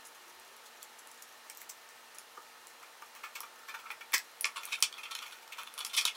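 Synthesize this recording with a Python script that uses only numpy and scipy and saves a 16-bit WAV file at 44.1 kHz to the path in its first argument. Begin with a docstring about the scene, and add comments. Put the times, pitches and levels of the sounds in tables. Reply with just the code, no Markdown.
"""A small workshop: over a desk, hands thread a nylon zip tie through a small plywood board.
The tie ticks and snaps on edges and scrapes through holes: short rough pushes ring board, strap and teeth.
Fingers rub the wood as a low murmur, the tie crackles in tiny slips, and the board bumps the desk.
Behind it a fan makes shaped noise with faint wavering tones; a far motor whines upward once
and one soft thud, a swelling low tone, comes from outside the room."""
import sys
import numpy as np
from scipy import signal
from scipy.fft import rfft, irfft
from scipy.io import wavfile
from scipy.ndimage import uniform_filter1d

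SR = 44100
rng = np.random.default_rng(int(sys.argv[2]) if len(sys.argv) > 2 else 0)


def materialize(psi):
    """Save the field psi as 16-bit PCM at rate SR to the path in sys.argv[1].

    A 1-D psi becomes a single channel; in a 2-D psi each row is a channel.
    """
    bounded = np.clip(np.atleast_2d(psi).T, -1, 1)
    quanta = np.round(bounded * 32767).astype(np.int16)
    wavfile.write(sys.argv[1], SR, quanta)


N = 271656  # length in samples

# Sharp ticks and snaps. Each row: start in seconds, relative force in dB,
# relative share of the board in dB, relative share of the teeth in dB.
TICKS = [(.07, -40, -27, 3), (.35, -46, -25, 0), (0.3983, -37, -13, -7), (0.5657, -36.5, -19, -5),
         (0.6607, -34, -13, -23), (0.8282, -25.5, -31, -7.5), (1.0721, -31, -18, -8),
         (1.1147, -30.5, -22, -10), (1.1765, -34, -23, -25), (1.4984, -22.5, -16, -13.5),
         (1.549, -34, -22, -8), (1.572, -29, -34, -6), (1.578, -34, -32, -9), (1.6161, -35.5, -3, 2),
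         (1.698, -21.5, -24, -18), (1.8893, -31, -37, -17), (2.1844, -25, -20.5, -7.5),
         (2.6698, -28, -35, -11), (3.1506, -33, -12, -8), (3.3575, -34, -6.5, -19),
         (3.4044, -23, -20.5, -4.5), (3.7462, -35.5, -7, -20), (3.803, -41, -15, -8),
         (3.903, -32, 7.5, -17), (3.915, -35, -13, -3), (4.1212, -37.5, 7.5, 6), (4.1383, -11, -5, -9.5),
         (4.153, -20, -5, -22), (4.1793, -16.5, -23, -11), (4.4094, -25, -23, 5.5),
         (4.4428, -11.5, -4.5, -35), (4.4533, -18, -6, -29), (4.47, -36, -8, 0), (4.505, -42, -14, -3),
         (4.6337, -38, -3, -15), (4.6534, -30.5, -18, 5.5), (4.679, -41, -15, -9), (4.7292, -20, -2, -27),
         (4.7567, -32, -21, -6), (4.779, -42, -15, -5), (4.7892, -37, -23, -8), (4.804, -35, -15, 2.5),
         (4.8242, -2, -15.5, -18.5), (4.9261, -29, -2, -17), (4.9394, -38, 6, -19),
         (5.151, -19.5, -7, -12.5), (5.189, -24, -5, -37), (5.4772, -32, -12, -14), (5.633, -35.5, 0, -2),
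         (5.739, -31.5, -12, -2.5), (5.7605, -54, -14, -12), (5.7776, -23, -8, -11), (5.785, -28, -1, -7),
         (5.7904, -26, -7, -1), (5.8425, -43, -17, -3), (5.848, -14, -18, -12.5), (5.8659, -30, -7, 2),
         (5.966, -26.5, -2.5, 5), (5.982, -16.5, -5, -35.5), (6.0516, -8.5, -8.5, -12.5)]
# Slips and scrapes. Each row: time in seconds, relative force in dB, relative share of the board's
# bending in dB, relative share of the strap in dB, pitch where the edges ring best in Hz,
# time from start to crest in seconds.
SCRAPES = [(0.053, -49.5, -20, -4, 1840, 0.0064), (0.655, -51, -25, -11, 4250, 0.011),
           (.823, -42, -25, -23, 4300, 0.0039), (.99, -53.5, -25, 0.5, 1900, 0.0041),
           (1.224, -54, -25, 6, 1910, 0.0038), (1.6, -52, -20, -4.5, 1950, 0.012),
           (1.694, -50, -22, 3, 2160, 0.0065), (2.148, -53, -9, -4, 1800, 0.0062),
           (2.375, -50, 7, -15, 1790, 0.0034), (2.828, -44, -6, -16, 2140, 0.0057),
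           (3.023, -42.5, 0, -14, 2160, 0.0022), (3.149, -47, -10.5, -15.5, 2270, 0.017),
           (3.234, -34, -10, -22, 1920, 0.013), (3.353, -32.5, -17, -15.5, 2300, 0.009),
           (3.433, -39.5, -5, -18, 2470, 0.0049), (3.682, -34, -15, -20, 1920, 0.011),
           (3.742, -35, -7.5, -20, 2030, 0.0085), (3.789, -43, -12, -18, 2450, 0.0083),
           (3.855, -41, -9.5, -49.5, 2280, 0.011), (3.909, -35, -16, -21, 2120, 0.0077),
           (4.01, -33, -15.5, -24.5, 2100, 0.0046), (4.134, -21, -18.5, -17, 1960, 0.0042),
           (4.142, -16.5, -43, -11.5, 1680, 0.0067), (4.454, -25, -11, -12, 2310, 0.0041),
           (4.56, -30.5, -10.5, -18, 2840, 0.012), (4.674, -40.5, -11, -25, 3070, 0.0068),
           (4.703, -40, -24, -17, 2260, 0.0091), (4.721, -24, -28, -20.5, 2580, 0.011),
           (4.834, -21, -31, -39, 2950, 0.0048), (4.969, -39, -17, -36, 3330, 0.0047),
           (4.98, -35, -15.5, -21, 2580, 0.0081), (5.034, -30.5, -23, -21.5, 2720, 0.0057),
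           (5.056, -31.5, -19.5, -35, 2580, .005), (5.113, -30, -18.5, -17.5, 3220, 0.0065),
           (5.222, -33.5, -13, -20, 2970, 0.0065), (5.257, -39, -14, -27, 2640, 0.0051),
           (5.325, -37, -11.5, -17.5, 3500, 0.0043), (5.423, -48, -11, -15, 2540, 0.0069),
           (5.524, -31, -26, -22, 2580, 0.0055), (5.584, -33.5, -9, -18, 2830, 0.0085),
           (5.669, -34.5, -16, -22, 3060, 0.005), (5.806, -26, -18, -20, 3250, 0.0038),
           (5.896, -37, -28, -22, 3140, 0.0079), (5.935, -27, -20.5, -15, 3040, 0.01),
           (5.969, -17, -44, -13.5, 2750, 0.011), (6.012, -28.5, -21, -10.5, 3600, 0.0046),
           (6.061, -25.5, -21, -15, 3260, 0.0053), (6.075, -21, -46, -19.5, 2800, 0.0064),
           (6.148, -36, -13, -20, 3400, 0.013)]
# How the work is held. Each row: time in seconds, favoured pitch of the strap in Hz,
# favoured pitch of the teeth in Hz, bending against edges in a tick in dB.
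GRIP = [(0, 7000, 9500, 3), (.7, 7300, 13900, -4), (1, 7460, 11300, 8), (1.5, 6960, 14200, -8),
        (1.9, 6800, 14200, -6), (2.2, 6560, 9600, 3), (2.7, 7400, 10800, 4), (3.15, 6240, 14600, -10),
        (3.36, 4600, 14300, 2), (3.41, 5500, 14100, 12), (4.14, 4500, 12900, -10.5), (4.4, 5000, 9300, -18),
        (4.65, 5480, 10400, -9), (4.8, 5500, 9800, -10.5), (5.2, 5400, 10300, -10), (5.55, 5430, 13700, 1),
        (5.76, 5000, 10000, -2.5), (6.16, 5250, 10200, -12)]
# What rings: the bending board, its edges, the strap, its teeth and the desk top.
# Each row: pitch in Hz, relative level in dB, time to fade by 60 dB in seconds.
BENDING_MODES = [(614, 1, 0.028), (894, 7.5, 0.073), (1189, 18, 0.014), (1298, 16.5, 0.011),
                 (1370, 13.5, 0.025)]
EDGE_MODES = [(1560, -7.5, .02), (1827, -1, 0.026), (2182, 4.5, 0.026), (2450, 6, 0.012),
              (2670, 2.5, 0.024), (3022, 3, 0.018), (3434, 8.5, 0.014), (4335, 7.5, 0.0097)]
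STRAP_MODES = [(3800, -6, .004), (4350, -5, .004), (4900, 0, .003), (5610, 1, .004), (6400, 0, .0025),
               (7300, 0, .0025), (8400, -1, .002)]
TEETH_MODES = [(9400, -4, 0.0023), (9670, 19, 0.0022), (10440, 18, 0.00099), (12100, -7, 0.0074),
               (13950, 17, 0.00065), (14550, 13, 0.0053)]
DESK_MODES = [(200, -4, 0.07), (324, 3.5, 0.033), (466, 13.5, 0.033)]
# How long the room rings. Each row: pitch in Hz, time to fade by 60 dB in seconds.
ROOM_FADE = [(400, 0.046), (1060, 0.16), (2790, 0.13), (7350, 0.13), (14000, 0.098)]
# Early echoes, the strongest about 9 ms after each sound.
# Each row: delay in seconds, level against the whole tail in dB.
EARLY_ECHOES = [(.0092, -9.5), (0.0129, -17)]
# Colour of the fan's hiss. Each row: pitch in Hz, relative level per Hz in dB.
HISS_COLOUR = [(25, -59), (70, -62), (95, -30), (110, -18.5), (190, -23.5), (290, -12), (480, -6.5),
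               (700, -3.5), (1230, -2), (2050, -5.5), (4030, -9), (6560, -13.5), (12000, -17), (16000, -21)]
# Faint fan tones. Each row: middle pitch in Hz, middle level in dB.
FAN_TONES = [(236, -82.5), (371, -85), (470, -76), (850, -76), (898, -70), (1276, -71.5), (1793, -71),
             (1879, -76), (2821, -75.5), (4097, -74.5)]
# Fingers sliding on the board, one list a rub.
# Each row: time in seconds, level of the murmur before the low cut in dB.
RUBS = [
    [(3.2, -69), (3.768, -65), (3.85, -53.5), (4.1, -113)],
    [(4.45, -60), (4.5, -62), (4.648, -56), (4.844, -68), (5.164, -56.5), (5.4, -66.5)],
    [(5.5, -63), (5.628, -61.5), (5.78, -67.5), (6.092, -50.5), (6.16, -94)],
]
# A soft far thud, one row: start in seconds, pitch in Hz, peak level in dB,
# time from start to crest in seconds.
FAR_THUD = (.345, 74, -80, .035)
# The board bumps the desk. Each row: start in seconds, level before the low cut in dB.
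DESK_BUMPS = [(2.373, -65), (4.134, -59), (4.444, -66.5), (4.827, -74)]

HISS_DB = -56
WHINE_HZ, WHINE_RISE_HZ_PER_S, WHINE_DB, WHINE_END_S = 280, 230, -75.5, 0.83
TICK_STRAP_DB, SCRAPE_EDGES_DB = -10.5, -11  # shares that stay the same in every tick, every scrape
# teeth against strap in a scrape; scrapes harder than SOFT_DB lose teeth sound and are duller
SCRAPE_TEETH_DB, DULL_DB_PER_DB, SOFT_DB = -0.5, 0.34, -36.5
EVENNESS = 0.8  # 0: the push decides what each mode gets; 1: each mode keeps its own share
CLAMP_S = 4.45  # from here the tie is threaded and crackles when rubbed; before, its loose end stirs
CRACKLES_PER_S, CRACKLE_DB = 78, 3  # level against the rubbing murmur
STIRS_PER_S, STIR_DB = 42, -70.5  # level before the low cut
ROOM_DB = -6.0
TOP_HZ = 15900  # highest pitch kept


def gain_of(db):
    """Turns decibels into a gain."""
    return 10 ** (np.asarray(db) / 20)


def evened(x):
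    """Scales a signal to an rms level of 1."""
    return x / np.sqrt(np.mean(x ** 2) + 1e-20)


def read(points, hz):
    """Reads a table between its rows, on a log pitch axis."""
    f, value = np.transpose(points)
    return np.interp(np.log(hz + 1), np.log(f + 1), value)


def add(mix, start_s, sound):
    """Mixes a sound in at its start time, cut off at the end of the mix."""
    part = mix[:, round(start_s * SR):][:, :sound.shape[1]]
    part += sound[:, :part.shape[1]]


def low_cut(x, order, hz):
    """Takes away the bass below a given pitch."""
    return signal.sosfilt(signal.butter(order, hz, "highpass", fs=SR, output="sos"), x)


def swelling(t, crest_s):
    """A push that grows to 1 at its crest and then dies away."""
    u = t / crest_s
    return u * np.exp(1 - u)


def fan():
    """Noise shaped by pitch, with drifting louder patches, plus faint tones wavering in pitch and level."""
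    frames, hz = N // 512 + 5, np.fft.rfftfreq(2048, 1 / SR)
    real, imaginary, patches = rng.standard_normal((frames, 1025, 3)).T
    patches = uniform_filter1d(patches, 20, 0)  # wide in pitch
    patches = evened(uniform_filter1d(patches, 6, 1))  # and long in time
    colour_db = read(HISS_COLOUR, hz)[:, None] + 0.63 * patches
    spectrum = (real + 1j * imaginary) * gain_of(colour_db)
    hiss = signal.istft(spectrum, nperseg=2048, noverlap=1536)[1][:N]
    out = gain_of(HISS_DB) * evened(hiss)
    for hz, db in FAN_TONES:
        pitch_drift, level_drift = rng.standard_normal((2, N))
        wobble = 1 + 0.001236 * evened(uniform_filter1d(pitch_drift, 4000))
        swell_db = 2.0 * evened(uniform_filter1d(uniform_filter1d(level_drift, 1500), 1500))
        tone = np.sin(2 * np.pi * np.cumsum(hz * wobble) / SR)
        out = out + np.sqrt(2) * gain_of(db + swell_db) * tone
    return out


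def far_motor():
    """A sine that rises steadily in pitch, flickers in level and fades out."""
    t = np.arange(N) / SR
    flicker_db = 2.5 * evened(uniform_filter1d(rng.standard_normal(N), 4000))
    fade = np.clip((WHINE_END_S - t) / 0.13, 0, 1)
    tone = np.sin(2 * np.pi * np.cumsum(WHINE_HZ + WHINE_RISE_HZ_PER_S * t) / SR)
    return np.sqrt(2) * fade * gain_of(WHINE_DB + flicker_db) * tone


def ring(modes, shift, near_hz, damp_db):
    """Each mode of a part answers a blow as a fading sine, damped per octave away from near_hz."""
    t = np.arange(2048) / SR
    hz, db, t60 = np.transpose(modes)[:, :, None]
    db = db - damp_db * np.abs(np.log2(hz / near_hz))
    sign = (-1) ** np.arange(len(modes))[:, None]  # neighbours in opposite phase leave no holes between
    onset = 1 - np.exp(-t * hz / 0.4)  # a mode builds up over its first cycle
    fade = gain_of(db - 60 * t / t60) / np.sqrt(t60)
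    tone = np.sin(2 * np.pi * hz * shift[:len(modes), None] * t)
    return sign * onset * fade * tone


def ring_held(modes, near_hz, damp_db):
    """The summed ring of one part, with its pitches left unshifted."""
    return ring(modes, np.ones(8), near_hz, damp_db).sum(0)


def slip_sounds():
    """Strap and teeth ring while one tiny slip drags, a short fading burst of noise."""
    strap = ring_held(STRAP_MODES, 6500, damp_db=23)
    teeth = ring_held(TEETH_MODES, 12800, damp_db=12)
    drag = rng.standard_normal((2, 600)) * np.exp(-np.arange(600) / SR / 0.0082)
    strap = evened(np.convolve(strap, drag[0])[:2048])
    teeth = evened(np.convolve(teeth, drag[1])[:2048])
    return strap, teeth


def tiny_slips(per_s, sound):
    """Tiny slips at random moments and of random size, each making the same sound."""
    size = gain_of(3.5 * np.minimum(rng.exponential(1, N), 3))
    slips = size * (rng.random(N) * SR < per_s)
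    return evened(signal.fftconvolve(slips, sound)[:N])


def stir(strap, teeth):
    """The loose end of the tie stirs faintly in tiny slips until it is threaded."""
    loose = np.arange(N) / SR < CLAMP_S
    return loose * gain_of(STIR_DB) * tiny_slips(STIRS_PER_S, teeth + strap)


def excite(push, modes):
    """A push rings the modes; however rough it is, each mode keeps most of its own share of energy."""
    free = rfft(modes, 5120)
    driven = free * rfft(push, 5120)
    luck = np.linalg.norm(driven, axis=1) / np.linalg.norm(free, axis=1)
    return irfft((driven / luck[:, None] ** EVENNESS).sum(0))


def grip(s):
    """Favoured pitch of edges, strap and teeth, and how freely the board bends, as the grip changes."""
    scrapes, (times, *held) = np.transpose(SCRAPES), np.transpose(GRIP)
    edge_hz = np.interp(s, scrapes[0], scrapes[-2])
    return [edge_hz] + [np.interp(s, times, column) for column in held]


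def touch(force_db, shares_db, grip_hz, swell, grit_db):
    """Uneven slips, clumped in millisecond bursts under the swell of a push, drive all four parts."""
    noise, size = rng.standard_normal((2, 4096))
    shift = 1 + 0.032 * rng.standard_normal(40)  # each touch moves the pitches a little
    clumps = evened(uniform_filter1d(size, 60))
    push = swell * noise * gain_of(grit_db * clumps + 3.1 * size)
    edge_hz, strap_hz, teeth_hz = grip_hz
    # the free strap rings on fewer modes than the clamped one
    strap_damp_db = np.interp(strap_hz, (5500, 7000), (4.5, 18))
    rings = (ring(BENDING_MODES, shift, 1400, damp_db=7.5),
             ring(EDGE_MODES, shift[8:], edge_hz, damp_db=20),
             ring(STRAP_MODES, shift[16:], strap_hz, damp_db=strap_damp_db),
             ring(TEETH_MODES, shift[24:], teeth_hz, damp_db=16))
    sound = 0
    for modes, share_db in zip(rings, shares_db):
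        part = excite(push, modes)
        sound = sound + gain_of(share_db) * part / np.linalg.norm(part)
    return gain_of(force_db) * np.linalg.norm(swell) * sound[None]


def scrapes(rows):
    """A slip swells to its crest and dies away; hard scrapes ring the teeth less."""
    t = np.arange(4096) / SR
    for k, (s, db, bend_db, strap_db, _, crest_s) in enumerate(SCRAPES):
        dull_db = DULL_DB_PER_DB * max(db - SOFT_DB, 0)
        shares = bend_db, SCRAPE_EDGES_DB, strap_db, strap_db + SCRAPE_TEETH_DB - dull_db
        swell = swelling(t, crest_s) ** 1.38
        sound = touch(db, shares, grip(s)[:3], swell, grit_db=-3.5)
        add(rows[k % 3][None], s - 0.004, sound)  # starts 4 ms before the listed time


def ticks(rows):
    """A snap starts almost at once and dies away; harder snaps chatter longer."""
    t = np.arange(4096) / SR
    for k, (s, db, board_db, teeth_db) in enumerate(TICKS):
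        *grip_hz, bend_db = grip(s)
        fade_s = 0.0024 * gain_of(0.24 * db)
        snap = (1 - np.exp(-t / 0.00034)) * np.exp(-t / fade_s)
        shares = board_db + bend_db, board_db, TICK_STRAP_DB, teeth_db
        add(rows[k % 3][None], s, touch(db, shares, grip_hz, snap, grit_db=-2.5))


def rub(strap, teeth):
    """Skin dragging over plywood makes its low modes murmur; the threaded tie slips in tiny crackles."""
    t = np.arange(N) / SR
    skin = rng.standard_normal(N) * gain_of(12.5 * rng.standard_normal(N))
    murmur = evened(signal.fftconvolve(skin, ring_held(BENDING_MODES, 1500, damp_db=40))[:N])
    edges = evened(ring_held(EDGE_MODES, 2270, damp_db=11))
    slip = edges + gain_of(-6.5) * strap + gain_of(-7) * teeth
    crackle = (t > CLAMP_S) * gain_of(CRACKLE_DB) * tiny_slips(CRACKLES_PER_S, slip)
    level = sum(gain_of(np.interp(t, *np.transpose(points), left=-150, right=-150)) for points in RUBS)
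    return level * (murmur + crackle)


def hands():
    """All the handwork: touches dealt in turn to three rows, rubbing and stirring in the first."""
    rows = np.zeros((3, N))
    strap, teeth = slip_sounds()
    rows[0] += stir(strap, teeth)
    scrapes(rows)
    ticks(rows)
    rows[0] += rub(strap, teeth)
    return low_cut(rows, 4, 300)  # small parts radiate no bass


def room(x):
    """Dense reflections, random anew for each row, each band dying at its own speed, plus early echoes."""
    taps = np.zeros((len(x), SR // 2))
    at = np.arange(150, SR // 2 - 12, 12)
    shape = (len(x), len(at))
    places = at + rng.integers(0, 12, shape)
    np.put_along_axis(taps, places, rng.choice([-1., 1.], shape), 1)
    taps *= np.minimum(np.arange(SR // 2) / SR / 0.01, 1) ** 0.7  # builds up over 10 ms
    hz, t, bands = signal.stft(taps, SR, nperseg=128)
    fade = gain_of(-60 * t / read(ROOM_FADE, hz)[:, None])
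    tail = signal.istft(bands * fade, SR, nperseg=128)[1]
    tail = tail / np.linalg.norm(tail[0])
    for delay_s, db in EARLY_ECHOES:
        add(tail, delay_s, gain_of(db) * np.ones((len(x), 1)))
    return signal.fftconvolve(x, tail, axes=1)[:, :N]


def far_thud():
    """A low sine swells softly and dies away, outside the room."""
    t = np.arange(N) / SR
    start_s, hz, db, crest_s = FAR_THUD
    swell = swelling(np.maximum(t - start_s, 0), crest_s) ** 2
    return gain_of(db) * swell * np.sin(2 * np.pi * hz * t)


def desk():
    """Each bump is a short rough push into the low modes of the desk top."""
    out, t = np.zeros((1, N)), np.arange(2048) / SR
    top = ring_held(DESK_MODES, 420, damp_db=-1.0)
    for start_s, db in DESK_BUMPS:
        push = swelling(t, 0.0035) * rng.standard_normal(2048)
        bump = evened(signal.fftconvolve(push, top))
        add(out, start_s, gain_of(db) * bump[None])
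    return low_cut(out, 2, 240)  # the microphone hears little of the deepest thump


def scene():
    """Hands close by with their reflections, desk bumps, the fan and the far sounds."""
    near = hands()
    handwork = (near + gain_of(ROOM_DB) * room(near)).sum(0, keepdims=True)
    return handwork + desk() + fan() + far_motor() + far_thud()


def record(dry):
    """Limits the band: a steep filter takes away the highest treble."""
    treble_cut = signal.firwin(511, TOP_HZ, window=("kaiser", 9), fs=SR)
    return signal.oaconvolve(dry, treble_cut[None], "same")


dry = scene()
out = record(dry)
materialize(out)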